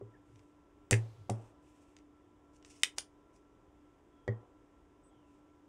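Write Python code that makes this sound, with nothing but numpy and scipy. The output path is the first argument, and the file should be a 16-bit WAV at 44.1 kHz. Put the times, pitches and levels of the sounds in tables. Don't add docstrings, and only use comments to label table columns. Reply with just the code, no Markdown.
import sys
import numpy as np
from scipy import signal
from scipy.fft import rfft, irfft, next_fast_len
from scipy.io import wavfile
from scipy.ndimage import uniform_filter1d, map_coordinates

SR = 44100
rng = np.random.default_rng(int(sys.argv[2]) if len(sys.argv) > 2 else 0)


def wav_record(signal):
    frames = np.transpose(np.atleast_2d(signal))
    bounded = np.clip(frames, -1, 1)
    quanta = np.round(bounded * 32767).astype(np.int16)
    wavfile.write(sys.argv[1], SR, quanta)


N = 250488
T = np.arange(N) / SR
AGE = np.arange(SR // 2) / SR
BOOM_HZ = 112
STOP_S = .929


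def amp(db):
    return 10 ** (np.asarray(db) / 20)


def unit(x):
    return x / np.sqrt(np.mean(x ** 2) + 1e-20)


def along(points, hz):
    f, v = np.transpose(points)
    return np.interp(np.log(hz + 1), np.log(f), v)


def fade(t, t60):
    return np.exp(-np.log(1000) * t / t60)


def filtered(x, response):
    m = next_fast_len(len(x) + SR // 4)
    spectrum = rfft(x, m) * response(np.fft.rfftfreq(m, 1 / SR))
    return irfft(spectrum, m)[:len(x)]


def noise(spectrum):
    white = rng.standard_normal(N)
    return unit(filtered(white, lambda hz: amp(along(spectrum, hz))))


def bell(f, hz, octaves):
    return np.exp(-.5 * (np.log2((f + 1) / hz) / octaves) ** 2)


def band(hz, octaves):
    return unit(filtered(rng.standard_normal(N), lambda f: bell(f, hz, octaves)))


def wobble(rate):
    points = rng.standard_normal(int(N * rate / SR) + 4)
    return map_coordinates(points, [T * rate])


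def swell(start, end):
    u = np.clip((T - start) / (end - start), 0, 1)
    return np.sqrt(np.abs(np.sin(np.pi * u ** 0.52)))


def add(track, s, sound):
    start = max(round(s * SR), 0)
    track[start:start + len(sound)] += sound[:N - start]


def ring(modes, scatter_db, rough):
    out = np.zeros(len(AGE))
    for hz, t60, db in modes:
        strength = amp(db + scatter_db * rng.standard_normal())
        steps = uniform_filter1d(rng.standard_normal(len(AGE)), size=64)
        drift = rough * np.cumsum(steps) / np.sqrt(SR / 100)
        out += strength * fade(AGE, t60) * np.sin(2 * np.pi * hz * AGE + drift)
    return out


def in_room(sound, wet_db):
    # delay/s, level/dB
    walls = [(0.0104, -18.5), (0.0229, -23.5)]
    # f/Hz, t60/s
    room_decay = [(120, .3), (500, 0.3), (1200, 0.19), (2500, .15), (8000, .145), (14000, .14)]
    hz, t, z = signal.stft(rng.standard_normal(len(AGE)), SR, nperseg=256)
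    faded = z * fade(t, along(room_decay, hz)[:, None])
    tail = signal.istft(faded, SR, nperseg=256)[1][:len(AGE)]
    tail = tail * (1 - np.exp(-AGE / 0.0013))
    answer = amp(wet_db) * tail / np.linalg.norm(tail)
    answer[0] += 1
    for delay, db in walls:
        answer[round(delay * SR)] += amp(db)
    return signal.fftconvolve(sound, answer)


def background(fan_db=-66.0, hiss_db=-80.5):
    # f/Hz, relative level/dB per Hz
    fan_colour = [(15, -25.5), (30, -6), (60, -1), (140, -9.5), (230, -12), (300, -3), (390, -5.5),
                  (470, -11.5), (800, -16), (1050, -15.5), (1380, -25.5), (1480, -38.5), (2500, -61.5)]
    # f/Hz, relative level/dB per Hz
    hiss_colour = [(800, -25.5), (1500, -1), (2100, -5), (3600, -10.5), (4250, -21), (5000, -15),
                   (7000, -14.5), (8500, -17.5), (9800, -23.5), (15500, -32.5)]
    # f/Hz, middle level/dB, random turning points per second
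    fan_tones = [(294.6, -69, 9.9), (403, -85, 7.1), (998, -81, 12), (1345, -81.5, 17)]
    out = amp(fan_db + 0.27 * wobble(13)) * noise(fan_colour)
    out += amp(hiss_db + 0.28 * wobble(5.4)) * noise(hiss_colour)
    for hz, db, rate in fan_tones:
        level = amp(db + 2.6 * wobble(rate)) * np.sqrt(2)
        out += level * np.sin(2 * np.pi * hz * T + 1.5 * wobble(rate))
    return out


def knock(knock_db, contact_hz, metal_db, contact_db=12, octaves=0.28):
    # f/Hz, t60/s, relative level/dB
    board = [(211.6, .15, -5.5), (301, 0.066, -4.5), (396.5, .08, -1.5), (480, 0.057, -2),
             (562.2, 0.05, -8.5), (700, 0.026, -6.5), (1130, 0.032, -9.5)]
    # f/Hz, t60/s, relative level/dB
    metal_parts = [(1897, 0.076, 2.5), (2000, 0.028, -7), (3240, 0.046, -17), (4560, .03, -26.5)]
    struck = []
    for hz, t60, db in board:
        favour_db = contact_db * (bell(hz, contact_hz, octaves) - 1)
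        struck.append((hz, t60, db + favour_db))
    clack = amp(knock_db + 1) * ring(struck, scatter_db=2.5, rough=0.53)
    metal = amp(metal_db) * ring(metal_parts, scatter_db=3.5, rough=1.2)
    cushion = 1 - np.exp(-AGE / 0.0009)
    return in_room(cushion * (clack + metal), wet_db=-11.0)


def knocks(flat_metal_db=-16, tremble_octaves=.9):
    # t/s, relative edge level/dB, edge contact f/Hz, relative flat level/dB,
    # relative boom level/dB, boom t60/s, relative metal ring level/dB
    bumps = [(.012, -40, 430, -54, -43.5, 0.32, -85), (0.9134, -22, 699.8, -21.5, -17.5, 0.34, -42),
             (1.2953, -21, 700, -36, -26.5, 0.29, -57), (4.2785, -24.5, 520, -31, -23, .21, -35)]
    flat_s, flat_hz = .0098, 350
    rebound_s, rebound_loss_db = .045, 23.5
    boom_lag_s = 0.0073
    tremble_top_db, tremble_t60_s, tremble_hz = -51.5, .75, 443
    out = np.zeros(N)
    hardest_db = max(edge_db for _, edge_db, *_ in bumps)
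    for s, edge_db, edge_hz, flat_db, boom_db, boom_t60, metal_db in bumps:
        add(out, s, knock(edge_db, edge_hz, metal_db))
        add(out, s + flat_s, knock(flat_db, flat_hz, metal_db + flat_metal_db))
        add(out, s + rebound_s, amp(-rebound_loss_db) * knock(edge_db, edge_hz, metal_db))
        boom = np.sin(2 * np.pi * BOOM_HZ * AGE) * fade(AGE, boom_t60)
        boom *= 1 - np.exp(-AGE / 0.0098)
        add(out, s + boom_lag_s, amp(boom_db + 1) * boom)
        tremble_db = tremble_top_db + max(edge_db, flat_db) - hardest_db
        tremble = fade(T, tremble_t60_s) * band(tremble_hz, tremble_octaves)
        add(out, s, amp(tremble_db) * tremble)
    return out


def squeaks(rough=0.69):
    # start t/s, end t/s, from f/Hz, to f/Hz, level/dB
    glides = [(0.136, 0.176, 1790, 1700, -70), (4.12, 4.419, 3370, 3153, -86.5),
              (5.035, 5.107, 8100, 8000, -75.5), (5.097, 5.37, 3400, 2380, -84.5)]
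    out = np.zeros(N)
    for start, end, from_hz, to_hz, db in glides:
        pitch_hz = np.interp(T, [start, end], [from_hz, to_hz])
        phase = 2 * np.pi * np.cumsum(pitch_hz) / SR + rough * np.pi * wobble(150)
        out += amp(db) * swell(start, end) * np.sqrt(2) * np.sin(phase)
    return out


def strokes(rows):
    return sum(amp(db) * swell(start, end) for start, end, db in rows)


def sizzles(grain_db=1.5):
    # start t/s, end t/s, level/dB before the grain
    spells = [(.253, .555, -83.5), (1.34, 1.53, -76), (1.62, 2.02, -79.5), (5.262, 5.42, -85)]
    # f/Hz, relative level/dB per Hz
    flux_colour = [(1200, -21), (2600, 1.5), (4200, -12.5), (5500, -6.5), (8200, -4.5), (10500, -15.5),
                   (15000, -27.5)]
    return strokes(spells) * noise(flux_colour) * amp(grain_db * wobble(76))


def nudges(bench_octaves=0.24):
    # start t/s, end t/s, level/dB
    leans = [(.293, .424, -62), (1.131, 1.285, -56)]
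    return strokes(leans) * band(BOOM_HZ, bench_octaves)


def barrel(f, body_db, cutoff_hz=1350):
    # f/Hz, width/Hz, relative level/dB
    barrel_modes = [(1530, 190, -3.5), (1980, 360, -3), (2438, 300, 0), (2980, 380, -2), (3674, 380, -2.5),
                    (4810, 350, -3.5), (5540, 780, -5), (5930, 120, 1), (6430, 310, -5), (7540, 570, -3.5),
                    (8560, 490, -1), (9730, 630, -9.5), (10400, 570, -12.5), (12000, 900, -21),
                    (13600, 1700, -26.5)]

    def resonance(hz, width):
        return 1j * f * width / (hz * hz - f * f + 1j * f * width)

    tube = 0
    for k, (hz, width, db) in enumerate(barrel_modes):
        tube = tube + (-1) ** k * amp(db) * resonance(hz, width)
    high_pass = 1j * f / cutoff_hz * resonance(cutoff_hz, cutoff_hz)
    return tube * high_pass ** 2 + amp(body_db) * resonance(650, 600)


def click(db, bright_hz, emphasis_db, body_db, spring_db, octaves=0.36, soft_hz=13000):
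    # f/Hz, t60/s, relative level/dB
    spring_modes = [(3290, 0.14, -1.5), (4820, .09, -2.5), (5400, .11, -1.5), (7100, 0.096, 1),
                    (7360, 0.14, -5.5), (9530, 0.11, 1.5), (11876, .07, -14.5)]
    chatter, chatter_t60_s = .16, .0125
    force = chatter * rng.standard_normal(len(AGE)) * fade(AGE, chatter_t60_s)
    force *= 1 - np.exp(-AGE / 0.00082)
    force[0] += 1

    def colour(f):
        return amp(emphasis_db * bell(f, bright_hz, octaves)) / np.sqrt(1 + (f / soft_hz) ** 16)

    blow = filtered(force, lambda f: barrel(f, body_db) * colour(f))
    blow = blow / np.linalg.norm(blow)
    blow += amp(spring_db - 18.5) * ring(spring_modes, scatter_db=3.5, rough=4.0)
    return in_room(amp(db + 11) * blow, wet_db=-11)


def clicks():
    # t/s, relative level/dB
    ticks = [(.358, -56), (.393, -56.5), (1.966, -46.5), (1.987, -55), (2.626, -54), (2.648, -44),
             (4.2782, -46)]
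    # t/s, relative level/dB, brightest f/Hz, emphasis/dB, hollow body level/dB, relative spring level/dB
    snaps = [(.9101, -12.7, 7900, 8.5, -3, -36.5), (1.2984, -30, 6600, 4.5, -9, -23),
             (2.8337, -7.5, 2860, 6, -14.5, -34), (2.9834, -19.5, 5000, 11, -4.5, -21)]
    stop_db, stop_hz = -13, 1930
    bounce_s, bounce_loss_db = .0115, 6.5
    out = np.zeros(N)
    for s, db in ticks:
        add(out, s, click(db, bright_hz=5600, emphasis_db=1.5, body_db=-7, spring_db=-33, soft_hz=7460))
    for s, db, bright_hz, emphasis_db, body_db, spring_db in snaps:
        add(out, s, click(db, bright_hz, emphasis_db, body_db, spring_db))
    for k in range(2):
        hit = click(stop_db - k * bounce_loss_db, stop_hz, emphasis_db=18, body_db=-1, spring_db=-35)
        add(out, STOP_S + k * bounce_s, hit)
    add(out, 2.981, click(-37.5, bright_hz=940, emphasis_db=16, body_db=17, spring_db=-41))
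    return out


def slides(grain_db=3.4, uneven_db=2.6, edge_s=0.0049):
    # start t/s, end t/s, level/dB before grain and room
    rubs = [(.911, .927, -37.5), (2.53, 2.565, -75), (2.648, 2.825, -69.5), (2.96, 2.98, -72),
            (3.33, 3.365, -79)]
    # f/Hz, relative level/dB per Hz
    rub_colour = [(700, -31), (1600, -11), (2700, -3.5), (3700, -11), (4300, -12), (5500, -2), (8000, -4),
                  (9200, -6.5), (10500, -20.5), (15000, -35)]
    level = np.zeros(N)
    for start, end, db in rubs:
        rise = np.clip((T - start) / edge_s, 0, 1)
        fall = np.clip((end - T) / edge_s + 1, 0, 1)
        level += amp(db) * rise * fall
    friction = amp(grain_db * wobble(400) + uneven_db * wobble(45)) * noise(rub_colour)
    return in_room(level * friction, wet_db=-4)[:N]


def recoil():
    start_s, level_db, heave_hz, t60_s = .912, -32, 72, .1
    out = np.zeros(N)
    heave = np.sin(2 * np.pi * heave_hz * AGE) * fade(AGE, t60_s)
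    add(out, start_s, amp(level_db) * heave)
    return out


def shiver(octaves=1.1):
    level_db, t60_s, rustle_hz = -67.5, 1.6, 2700
    out = np.zeros(N)
    add(out, STOP_S, amp(level_db) * fade(T, t60_s) * band(rustle_hz, octaves))
    return out


def scene():
    bench = background() + knocks() + squeaks() + sizzles() + nudges()
    pump = clicks() + slides() + recoil() + shiver()
    return (bench + pump)[None]


def record(dry):
    top_hz = 15700
    return np.array([filtered(channel, lambda hz: hz < top_hz) for channel in dry])


dry = scene()
out = record(dry)
wav_record(out)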